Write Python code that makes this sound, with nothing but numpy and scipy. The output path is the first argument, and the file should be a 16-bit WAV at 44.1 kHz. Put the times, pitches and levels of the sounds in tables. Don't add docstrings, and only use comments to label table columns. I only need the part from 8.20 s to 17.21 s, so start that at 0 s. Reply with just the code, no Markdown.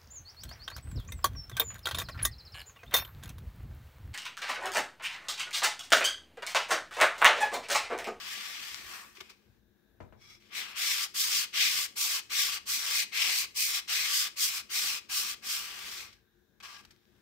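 import sys
import numpy as np
from scipy import signal
from scipy.fft import rfft, irfft, next_fast_len
from scipy.io import wavfile
from scipy.ndimage import uniform_filter1d, map_coordinates

SR = 44100
rng = np.random.default_rng(int(sys.argv[2]) if len(sys.argv) > 2 else 0)


def elevation(decibels):
    levels = np.asarray(decibels, float)
    return 10 ** (levels / 20)


def transcribe(signal):
    frames = np.atleast_2d(signal).T
    limited = np.clip(frames, -1, 1)
    pcm = np.round(limited * 32767).astype(np.int16)
    wavfile.write(sys.argv[1], SR, pcm)


N = 397341
SIZE = next_fast_len(N + 16384)
HZ = np.maximum(np.arange(SIZE // 2 + 1) * SR / SIZE, 1)


def at_hz(points):
    hz, value = np.array(points).T
    return np.interp(np.log(HZ), np.log(hz), value)


def rms_one(x):
    return x / np.sqrt(np.mean(x ** 2) + 1e-20)


def drift(rate):
    r = np.exp(-80 * np.pi * rate / SR)
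    noise = rng.standard_normal(N // 40 + 2002)
    slow = signal.lfilter([1], [1, -2 * r, r * r], noise)[2000:]
    return np.interp(np.arange(N) / 40, np.arange(len(slow)), rms_one(slow))


def causal(db):
    cepstrum = irfft(db * np.log(10) / 20, SIZE)
    cepstrum[1:SIZE // 2] *= 2
    cepstrum[SIZE // 2 + 1:] = 0
    return np.exp(rfft(cepstrum))


def bell(hz, width):
    return 1 / (1 + (2 * (HZ - hz) / width) ** 2)


# (f/Hz, left minus right level/dB)
PORTS = [(60, 7), (110, 10), (200, 11.5), (380, 14.5), (700, 3.5), (1290, 4.5), (2380, 9.5), (4400, 1.5),
         (8120, 1.5), (15000, -7)]
# (f/Hz, left-right correlation)
LIKENESS = [(60, .8), (400, 0.69), (1400, 0.47), (3000, .1), (15000, 0.0297)]


def ports(shared, own):
    alike = np.clip(at_hz(LIKENESS), 0, .99)
    tilt = elevation(at_hz(PORTS) / 2)
    mid = np.sqrt(1 + alike) * shared
    side = np.sqrt(1 - alike) * own
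    return np.array([(mid + side) * tilt, (mid - side) / tilt])


def heard(pair, response):
    x = irfft(pair * response, SIZE)[:, :N]
    return x / np.sqrt(np.mean(x.mean(axis=0) ** 2) + 1e-20)


def port_noise():
    return ports(*rfft(rng.standard_normal((2, SIZE))))


# (f/Hz, level/dB per Hz)
HUM = [(15, -40), (25, -18), (45, -3.5), (86, -9), (113, -7), (179, -18.5), (216, -11.5), (255, -14.5),
       (352, -15.5), (620, -21.5), (1640, -33.5), (2200, -32.5), (8490, -43.5), (12700, -35.5),
       (15800, -37)]
# (f/Hz, width/Hz, level/dB)
HUM_TONES = [(206, 43, -78), (351.5, 27, -79.5), (450, 29, -91), (1614, 300, -82.5), (3730, 710, -87.5),
             (6000, 2900, -93.5)]
# (t/s, half width/s, rumble swell level/dB)
HANDLING = [
    (.7, 0.27, 5.5),
    (1.3, 0.063, 5.5),
    (1.98, .2, 6),
    (2.9, 0.67, -2),
    (4.2, 0.12, 2),
    (4.67, 0.11, -1),
    (7.7, 0.24, 6),
    (8.61, 0.11, 2),
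]
HUM_DB, RUMBLE_DB, MURMUR_DB = -70, -75, -79.5
MURMUR_RUBBED_DB, RUBBED_FROM_DB = -71, -70


def hum(body):
    colour, t = elevation(at_hz(HUM)), np.arange(N) / SR
    out = elevation(HUM_DB - 11.5 + drift(3)) * heard(port_noise(), colour * (HZ > 750))
    pair = port_noise()
    for hz, width, db in HUM_TONES:
        out += elevation(db + 1.6 * drift(3)) * heard(pair, bell(hz, width))
    swell_db = sum(db * np.exp(-((t - s) / width) ** 2) for s, width, db in HANDLING)
    out += heard(pair, colour * (HZ <= 150)) * elevation(RUMBLE_DB + swell_db + 2.8 * drift(4.5))
    rubbed = uniform_filter1d(body / (body + elevation(RUBBED_FROM_DB)), size=9000)
    murmur = heard(port_noise(), colour * (HZ > 150) * (HZ <= 750))
    murmur_gain = elevation(MURMUR_DB + 0.87 * swell_db) + rubbed * elevation(MURMUR_RUBBED_DB)
    return out + murmur * murmur_gain * elevation(2.3 * drift(4.8))


ROOM_T60_S, ROOM_DB = .31, -10


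def room(x):
    t = np.arange(14000) / SR
    tail = rng.standard_normal((2, len(t))) * elevation(-60 * t / ROOM_T60_S) * (t > .006)
    tail /= np.sqrt(np.sum(tail ** 2, axis=1, keepdims=True))
    dull = 1 / np.sqrt(1 + (HZ / 5000) ** 2)
    return elevation(ROOM_DB) * irfft(rfft(x, SIZE) * rfft(tail, SIZE) * dull, SIZE)[:, :N]


# (t/s, peak level/dB)
KNOCKS = [
    (1.005, -56),
    (1.803, -36.5),
    (1.924, -45.5),
]
# (f/Hz, level/dB, t60/s)
TABLE = [(91.6, 2.5, 2.7), (212, 1.5, 0.32), (273, -22, 0.56), (360, -8, 0.57), (605, -12, 0.49),
         (625, 4.5, 0.14), (810, -17, 0.36), (1060, -24, 0.47), (1223, -17, 0.21), (1486, -22, 5.0),
         (2083, -16, 0.27), (2360, -9, 0.19)]
# (f/Hz, level/dB, t60/s)
KNOCK_TAIL = [(81, 5, 0.4), (308, 1.5, 0.33), (680, 5.5, 0.22), (1430, 1, 0.1), (2420, -28, .07),
              (5000, -17, 0.27)]
KNOCK_CRACK_DB, KNOCK_CRACK_S = 3, .00018


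def knocks():
    out, t = np.zeros((2, N)), np.arange(SR // 2) / SR
    lean_left = elevation([[3], [-3]])
    for s, db in KNOCKS:
        hit = np.zeros((2, len(t)))
        for hz, mode_db, t60 in TABLE:
            decay = elevation(mode_db - 18 + rng.normal(0, 0.67) - 60 * t / min(t60, .3))
            hit += decay * np.sin(2 * np.pi * hz * t) * lean_left
        for hz, tail_db, t60 in KNOCK_TAIL:
            sos = signal.butter(2, [hz / 1.6, hz * 1.6], "band", fs=SR, output="sos")
            noise = rms_one(signal.sosfilt(sos, rng.standard_normal((2, len(t)))))
            hit += elevation(tail_db - 19.0 - 60 * t / t60) * noise * lean_left
        crack = np.exp(-((t - .0012) / KNOCK_CRACK_S) ** 2)
        hit -= elevation(KNOCK_CRACK_DB) * crack * elevation([[-3], [-9]])
        i = round(s * SR)
        out[:, i:i + len(t)] += elevation(db) * hit * np.minimum(t / 0.00045, 1)
    return out


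# (t/s, peak level/dB)
TAPS = [
    (.982, -52),
    (1.011, -48),
    (1.104, -56),
]
HOLLOW_HZ, HOLLOW_T60_S = 380, 0.07


def taps():
    out, t = np.zeros(N), np.arange(6000) / SR
    ring = np.sin(2 * np.pi * HOLLOW_HZ * t) * np.minimum(t / 0.0022, 1)
    for s, db in TAPS:
        i = round(s * SR)
        out[i:i + len(t)] += elevation(db - 60 * t / HOLLOW_T60_S) * ring
    return out * elevation([[4], [-8]])


# (t/s, peak level/dB, left minus right level/dB)
TICKS = [
    (0.5453, -27.5, 21.5),
    (2.2243, -49, 5),
    (5.6805, -31, 4.0),
    (8.4028, -45, 7.5),
    (8.6502, -47, 10),
    (8.7093, -49, 13),
    (8.763, -56, 12),
    (8.8544, -60, 16),
    (8.9644, -63, 11),
]
# (f/Hz, level/dB)
SNAP = [(500, -25), (1200, -6), (2500, 0), (5000, -3), (9000, -14), (15000, -20)]


def ticks():
    out, colour = np.zeros((2, N)), irfft(causal(at_hz(SNAP)), SIZE)[:300]
    for s, db, pan_db in TICKS:
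        i = round(s * SR)
        burst = rng.standard_normal(40) * np.exp(-np.arange(40) / 6)
        crack = np.convolve(burst, colour)[:300]
        crack /= np.abs(crack).max()
        out[:, i:i + 300] += elevation(db + 1) * crack * elevation([[pan_db / 2], [-pan_db / 2]])
    return out


# (t/s, peak level/dB, length/s, bowl share level/dB)
SCUFFS = [
    (0.9675, -47.5, 0.0045, 5),
    (1.003, -35, 0.0052, 5),
    (1.091, -44.5, 0.011, -2),
    (7.925, -47.5, 0.0052, -4),
    (8.4, -47.5, 0.0079, 6),
    (8.649, -43.5, 0.0032, -1),
    (8.704, -48.5, 0.0076, -7),
]


def scuffs(layers):
    high, low = np.zeros(N), np.zeros(N)
    for s, db, length, bowl_db in SCUFFS:
        u = np.arange(1500) / SR / np.clip(length, .001, .011)
        shape = elevation(db - 16.5) * (u * np.exp(1 - u)) ** 2
        i = round(s * SR)
        high[i:i + 1500] += shape
        low[i:i + 1500] += shape * elevation(bowl_db)
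    body, wall, grit, dust = layers
    return low * (0.81 * body + wall) + high * (grit + 0.4 * dust)


# (t/s, ring level/dB)
LIGHT = [
    [(0.0, -66), (0.132, -34), (0.198, -56), (0.282, -40), (0.39, -54), (0.444, -40.5), (0.6, -49),
     (0.76, -44), (0.97, -61)],
    [(1.97, -85), (2.02, -60), (2.088, -58.5), (2.104, -53.5), (2.16, -59.5), (2.2, -77)],
    [(8.425, -62), (8.437, -49.5), (8.47, -53), (8.5, -51.5), (8.55, -56), (8.609, -58.5), (8.623, -73),
     (8.645, -67)],
]
# (f/Hz, width/Hz, level/dB)
LAST_RINGS = [(1175, 60, 0), (1625, 45, 1), (2700, 250, -13), (3100, 200, -11), (4100, 300, -14),
              (5400, 600, -15)]
# (f/Hz, width/Hz, level/dB)
LIGHT_RINGS = [
    [(1150, 41, -7.5), (1824, 200, 2), (2600, 100, -4.5), (5810, 90, -12)],
    [(1258, 50, -6), (2240, 120, -0.5), (3360, 43, 3), (3980, 61, -3.5), (5380, 390, -2), (6600, 38, -18)],
    LAST_RINGS,
]
# plain grit between the rings, dust hiss re ring, trim (each level/dB)
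LIGHT_BETWEEN_DB = (-20, -12.5, -4)
LIGHT_DUST_DB = (-4.5, -14, -9)
LIGHT_TRIM_DB = (-13, -2, -2)
LIGHT_SPREAD = (1.3, 2.4, 1.2)


def light_strokes(layers):
    t, out, pair = np.arange(N) / SR, 0, grit_clicks()
    body, wall, grit, dust = layers
    passages = zip(LIGHT, LIGHT_DUST_DB, LIGHT_RINGS, LIGHT_BETWEEN_DB, LIGHT_TRIM_DB, LIGHT_SPREAD)
    for rows, dust_db, rings, between_db, trim_db, spread in passages:
        s, db = np.transpose(rows)
        ring = sum(elevation(top_db) * bell(hz, spread * width) for hz, width, top_db in rings)
        plain = elevation(between_db) * (0.96 * body + wall + grit)
        ring_gain = elevation(np.interp(t, s, db + trim_db, left=-130, right=-130))
        dust_gain = elevation(np.interp(t, s, db + dust_db + trim_db, left=-130, right=-130))
        out = out + ring_gain * elevation(1.5 * drift(40)) * (heard(pair, ring) + plain)
        out = out + dust_gain * dust
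    return out


CLICKS_PER_S, SIZE_SPREAD_DB, CLUMP_DB = 9000, 0.5, 1.6


def grit_clicks():
    sizes = elevation(SIZE_SPREAD_DB * np.minimum(rng.exponential(1, (2, N)), 4))
    sizes = sizes * rng.choice([-1, 1], (2, N))
    bites = rng.random((2, N)) < CLICKS_PER_S * elevation(CLUMP_DB * drift(60)) / SR
    return ports(*rfft(sizes * bites, SIZE))


# (f/Hz, level/dB per Hz)
GRIT = [(260, -39.5), (450, -23.5), (606, -23.5), (804, -12), (893, -11), (1170, -11), (1800, -15),
        (2460, -10.5), (3730, -10.5), (5330, 2.5), (6560, -12.5), (10100, -18.5), (13000, -16),
        (14400, -14.5), (15800, -26)]
# (f/Hz, width/Hz, lift level/dB)
BOWL = [(886, 200, -3), (1157, 60, 7.5), (1625, 37, 3.5), (1850, 120, -2), (2110, 51, 4), (2490, 170, 3),
        (3350, 61, 1), (5267, 1200, -8), (6560, 500, -1), (10270, 430, -5),
        (13050, 900, -8.5)]
LAYER_EDGES_HZ = (1900, 3500, 7000)


def grit_layers():
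    pair = grit_clicks()
    lift_db = sum(db * bell(hz, width) for hz, width, db in BOWL)
    colour = causal(at_hz(GRIT) + lift_db)
    above = [1] + [1 / np.sqrt(1 + (hz / HZ) ** 16) for hz in LAYER_EDGES_HZ] + [0]
    bands = [np.sqrt(np.maximum(a ** 2 - b ** 2, 0)) for a, b in zip(above, above[1:])]
    return [heard(pair, colour * band) for band in bands]


# (start t/s, stop t/s, speed-up/s, slow-down/s)
STROKES = [(2.29, 2.584, 0.028, 0.0047), (2.545, 2.879, 0.012, 0.011), (2.935, 3.264, 0.0084, 0.0054),
           (3.321, 3.681, 0.014, 0.018), (3.751, 4.01, 0.011, 0.0043), (4.09, 4.396, 0.01, 0.007),
           (4.446, 4.857, 0.028, 0.012), (4.908, 5.269, 0.022, 0.012), (5.338, 5.612, 0.02, 0.007),
           (5.67, 6.098, 0.013, 0.01), (6.154, 6.424, 0.01, 0.004), (6.483, 6.805, 0.023, 0.011),
           (6.882, 7.153, 0.012, 0.0044), (7.208, 7.92, 0.024, 0.068)]
# (t/s, half width/s, grit level/dB, place: 0 = damped under the palm, 1 = free wall)
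PUSHES = [(2.382, 0.039, -40, 0.78), (2.51, 0.036, -60.5, 0.3), (2.688, 0.12, -35.5, 0.71),
          (2.835, 0.025, -43.5, 0.18), (3.011, 0.051, -34, 0.2), (3.168, 0.069, -35, 0.57),
          (3.427, 0.08, -35, 1.4), (3.643, 0.17, -36, 0.32), (3.82, 0.068, -36, 0.14),
          (3.938, 0.054, -38.5, 0.51), (4.208, 0.084, -33.5, 0.68), (4.348, 0.019, -47, 0.42),
          (4.506, 0.082, -35.0, 0.19), (4.777, 0.1, -35.5, 0.65), (5.03, 0.11, -35.3, 1.12),
          (5.181, 0.052, -37, 0.25), (5.398, 0.1, -34, 0.12), (5.559, 0.039, -41, 0.75),
          (5.74, 0.12, -35.5, 0.99), (5.98, 0.063, -33, 0.38), (6.237, 0.045, -32, 0.27),
          (6.367, 0.031, -41.5, 0.14), (6.576, 0.14, -35.9, 0.44), (6.721, 0.058, -46.5, 0.99),
          (6.97, 0.065, -35, 0.28), (7.101, 0.034, -45, 0.38), (7.322, 0.078, -38, 0.29),
          (7.822, 0.2, -44, 0.27)]
# (level/dB at full effort, dB per unit of place, dB per dB of effort)
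COLOUR = [(-14.5, 4, -0.59), (-9.5, 10.5, -0.44), (-1.78, 0.2, 0.18), (0.36, -4.5, 0.27)]
EDGE_BEND = (1.7, 2.3, 2.5, 3.1)
# (t/s, grit level/dB, place 0-1)
DRAGS = [
    [(0.0, -51.5, 0.35), (.15, -49.5, 0.16), (.53, -51.5, 0.16), (.58, -56, 0.37), (.64, -58.5, 0.4),
     (.75, -54.5, 0.63), (.85, -67, 0.8), (.95, -76, .3)],
    [(.95, -65.5, 0.4), (1.12, -73.5, .4), (1.15, -79.5, .4), (1.4, -93, 0.4)],
    [(2.2, -72.5, 0), (2.3, -73.5, 0.3)],
    [(7.88, -65, 0), (7.94, -72, 0), (8.05, -99, 0.1)],
    [(8.645, -80, 0.6), (8.8, -88, 0.36), (9.01, -86.5, 0.73)],
]
# (level/dB, dB per unit of place)
DRAG_COLOUR = [(-8.5, 18.5), (2, 1.5), (-0.6, -1.1), (-8.5, 10.5)]
FULL_EFFORT_DB = -36


def contact():
    t = np.arange(0, N, 50) / SR
    power = np.full((4, len(t)), 1e-13)
    for (start, stop, rise, fall), pushes in zip(STROKES, np.reshape(PUSHES, (-1, 2, 4, 1))):
        at, width, grit_db, push_place = pushes.transpose(1, 0, 2)
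        press = elevation(grit_db) / (1 + ((t - at) / width) ** 2)
        effort = press.sum(axis=0)
        place = (press * push_place).sum(axis=0) / effort
        speed = 1 - np.exp(-np.maximum(t - start, 0) / rise)
        speed = speed * (1 - np.exp(-np.maximum(stop - t, 0) / fall))
        for row, (db, place_db, follows), bend in zip(power, COLOUR, EDGE_BEND):
            tone = (effort / elevation(FULL_EFFORT_DB)) ** follows * elevation(db + place_db * place)
            row += (effort * speed ** bend * tone) ** 2
    for rows in DRAGS:
        s, grit_db, place = np.transpose(rows)
        for row, (db, place_db) in zip(power, DRAG_COLOUR):
            row += elevation(np.interp(t, s, grit_db + db + place_db * place, left=-130, right=-130)) ** 2
    gains = np.sqrt(uniform_filter1d(power, size=4, axis=1))
    return np.array([np.interp(np.arange(N) / SR, t, row) for row in gains])


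LAYER_TRIM_DB = (0.13, 0.038, 0.046, 0.086)
PATCHY_DB = .6


def sanding(layers, gains):
    together, out = drift(25), 0
    for x, gain, trim_db in zip(layers, gains, LAYER_TRIM_DB):
        out = out + x * gain * elevation(trim_db + PATCHY_DB * (0.27 * together + drift(6.3)))
    return out


HAND_ECHO, HAND_LAG_S, HAND_SWAY_S = 0.28, 0.000602, 0.00011


def hand_echo(x):
    lags = [np.maximum(HAND_LAG_S + HAND_SWAY_S * drift(2.27), 0) * SR for side in x]
    times = np.array([np.arange(N) - lag for lag in lags])
    sides = np.repeat([[0], [1]], N, axis=1)
    late = map_coordinates(x, [sides, times], order=3)
    return (x + HAND_ECHO * late) / np.sqrt(1 + HAND_ECHO ** 2)


def scene():
    layers, gains = grit_layers(), contact()
    near = hand_echo(sanding(layers, gains)) + light_strokes(layers)
    near = near + scuffs(layers) + ticks() + knocks() + taps()
    return near + room(near) + hum(gains[0])


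# (f/Hz, level/dB)
STARVED = [(40, -55), (150, -57), (350, -50), (600, -45), (950, -40), (1900, -41), (2600, -70)]
TOP_HZ = 15770


def starve(x):
    hz, _, z = signal.stft(x, SR, nperseg=2048, noverlap=1536)
    band = uniform_filter1d(uniform_filter1d(np.abs(z) ** 2, size=3, axis=1), size=2, axis=2)
    treble = np.sum(np.abs(z[:, hz > 2000]) ** 2, axis=(0, 1))
    limit_db = np.interp(hz, *np.transpose(STARVED))[:, None]
    over_db = 10 * np.log10(band / (treble + 1e-20) + 1e-20) - limit_db
    uneven_db = uniform_filter1d(rng.normal(0, 16, z.shape), size=4, axis=1)
    uneven_db = uniform_filter1d(uneven_db, size=7, axis=2)
    under_top = hz[:, None] < TOP_HZ
    keep = np.clip((over_db + uneven_db) / 2 + .5, 0, 1) * under_top
    kept = z * np.where(hz[:, None] < 2600, keep, under_top)
    return signal.istft(kept, SR, nperseg=2048, noverlap=1536)[1][:, :N]


AIR_DB, AIR_FROM_HZ = -77, 13000


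def band_limit(x):
    return signal.sosfilt(signal.butter(12, 16280, fs=SR, output="sos"), x)


def record(dry):
    hiss_band = signal.butter(4, AIR_FROM_HZ, "high", fs=SR, output="sos")
    air = signal.sosfilt(hiss_band, rng.standard_normal((2, N)))
    low_cut = signal.butter(4, 44, "high", fs=SR, output="sos")
    mix = starve(signal.sosfilt(low_cut, dry + elevation(AIR_DB) * air))
    return band_limit(mix)


dry = scene()
out = record(dry)
transcribe(out)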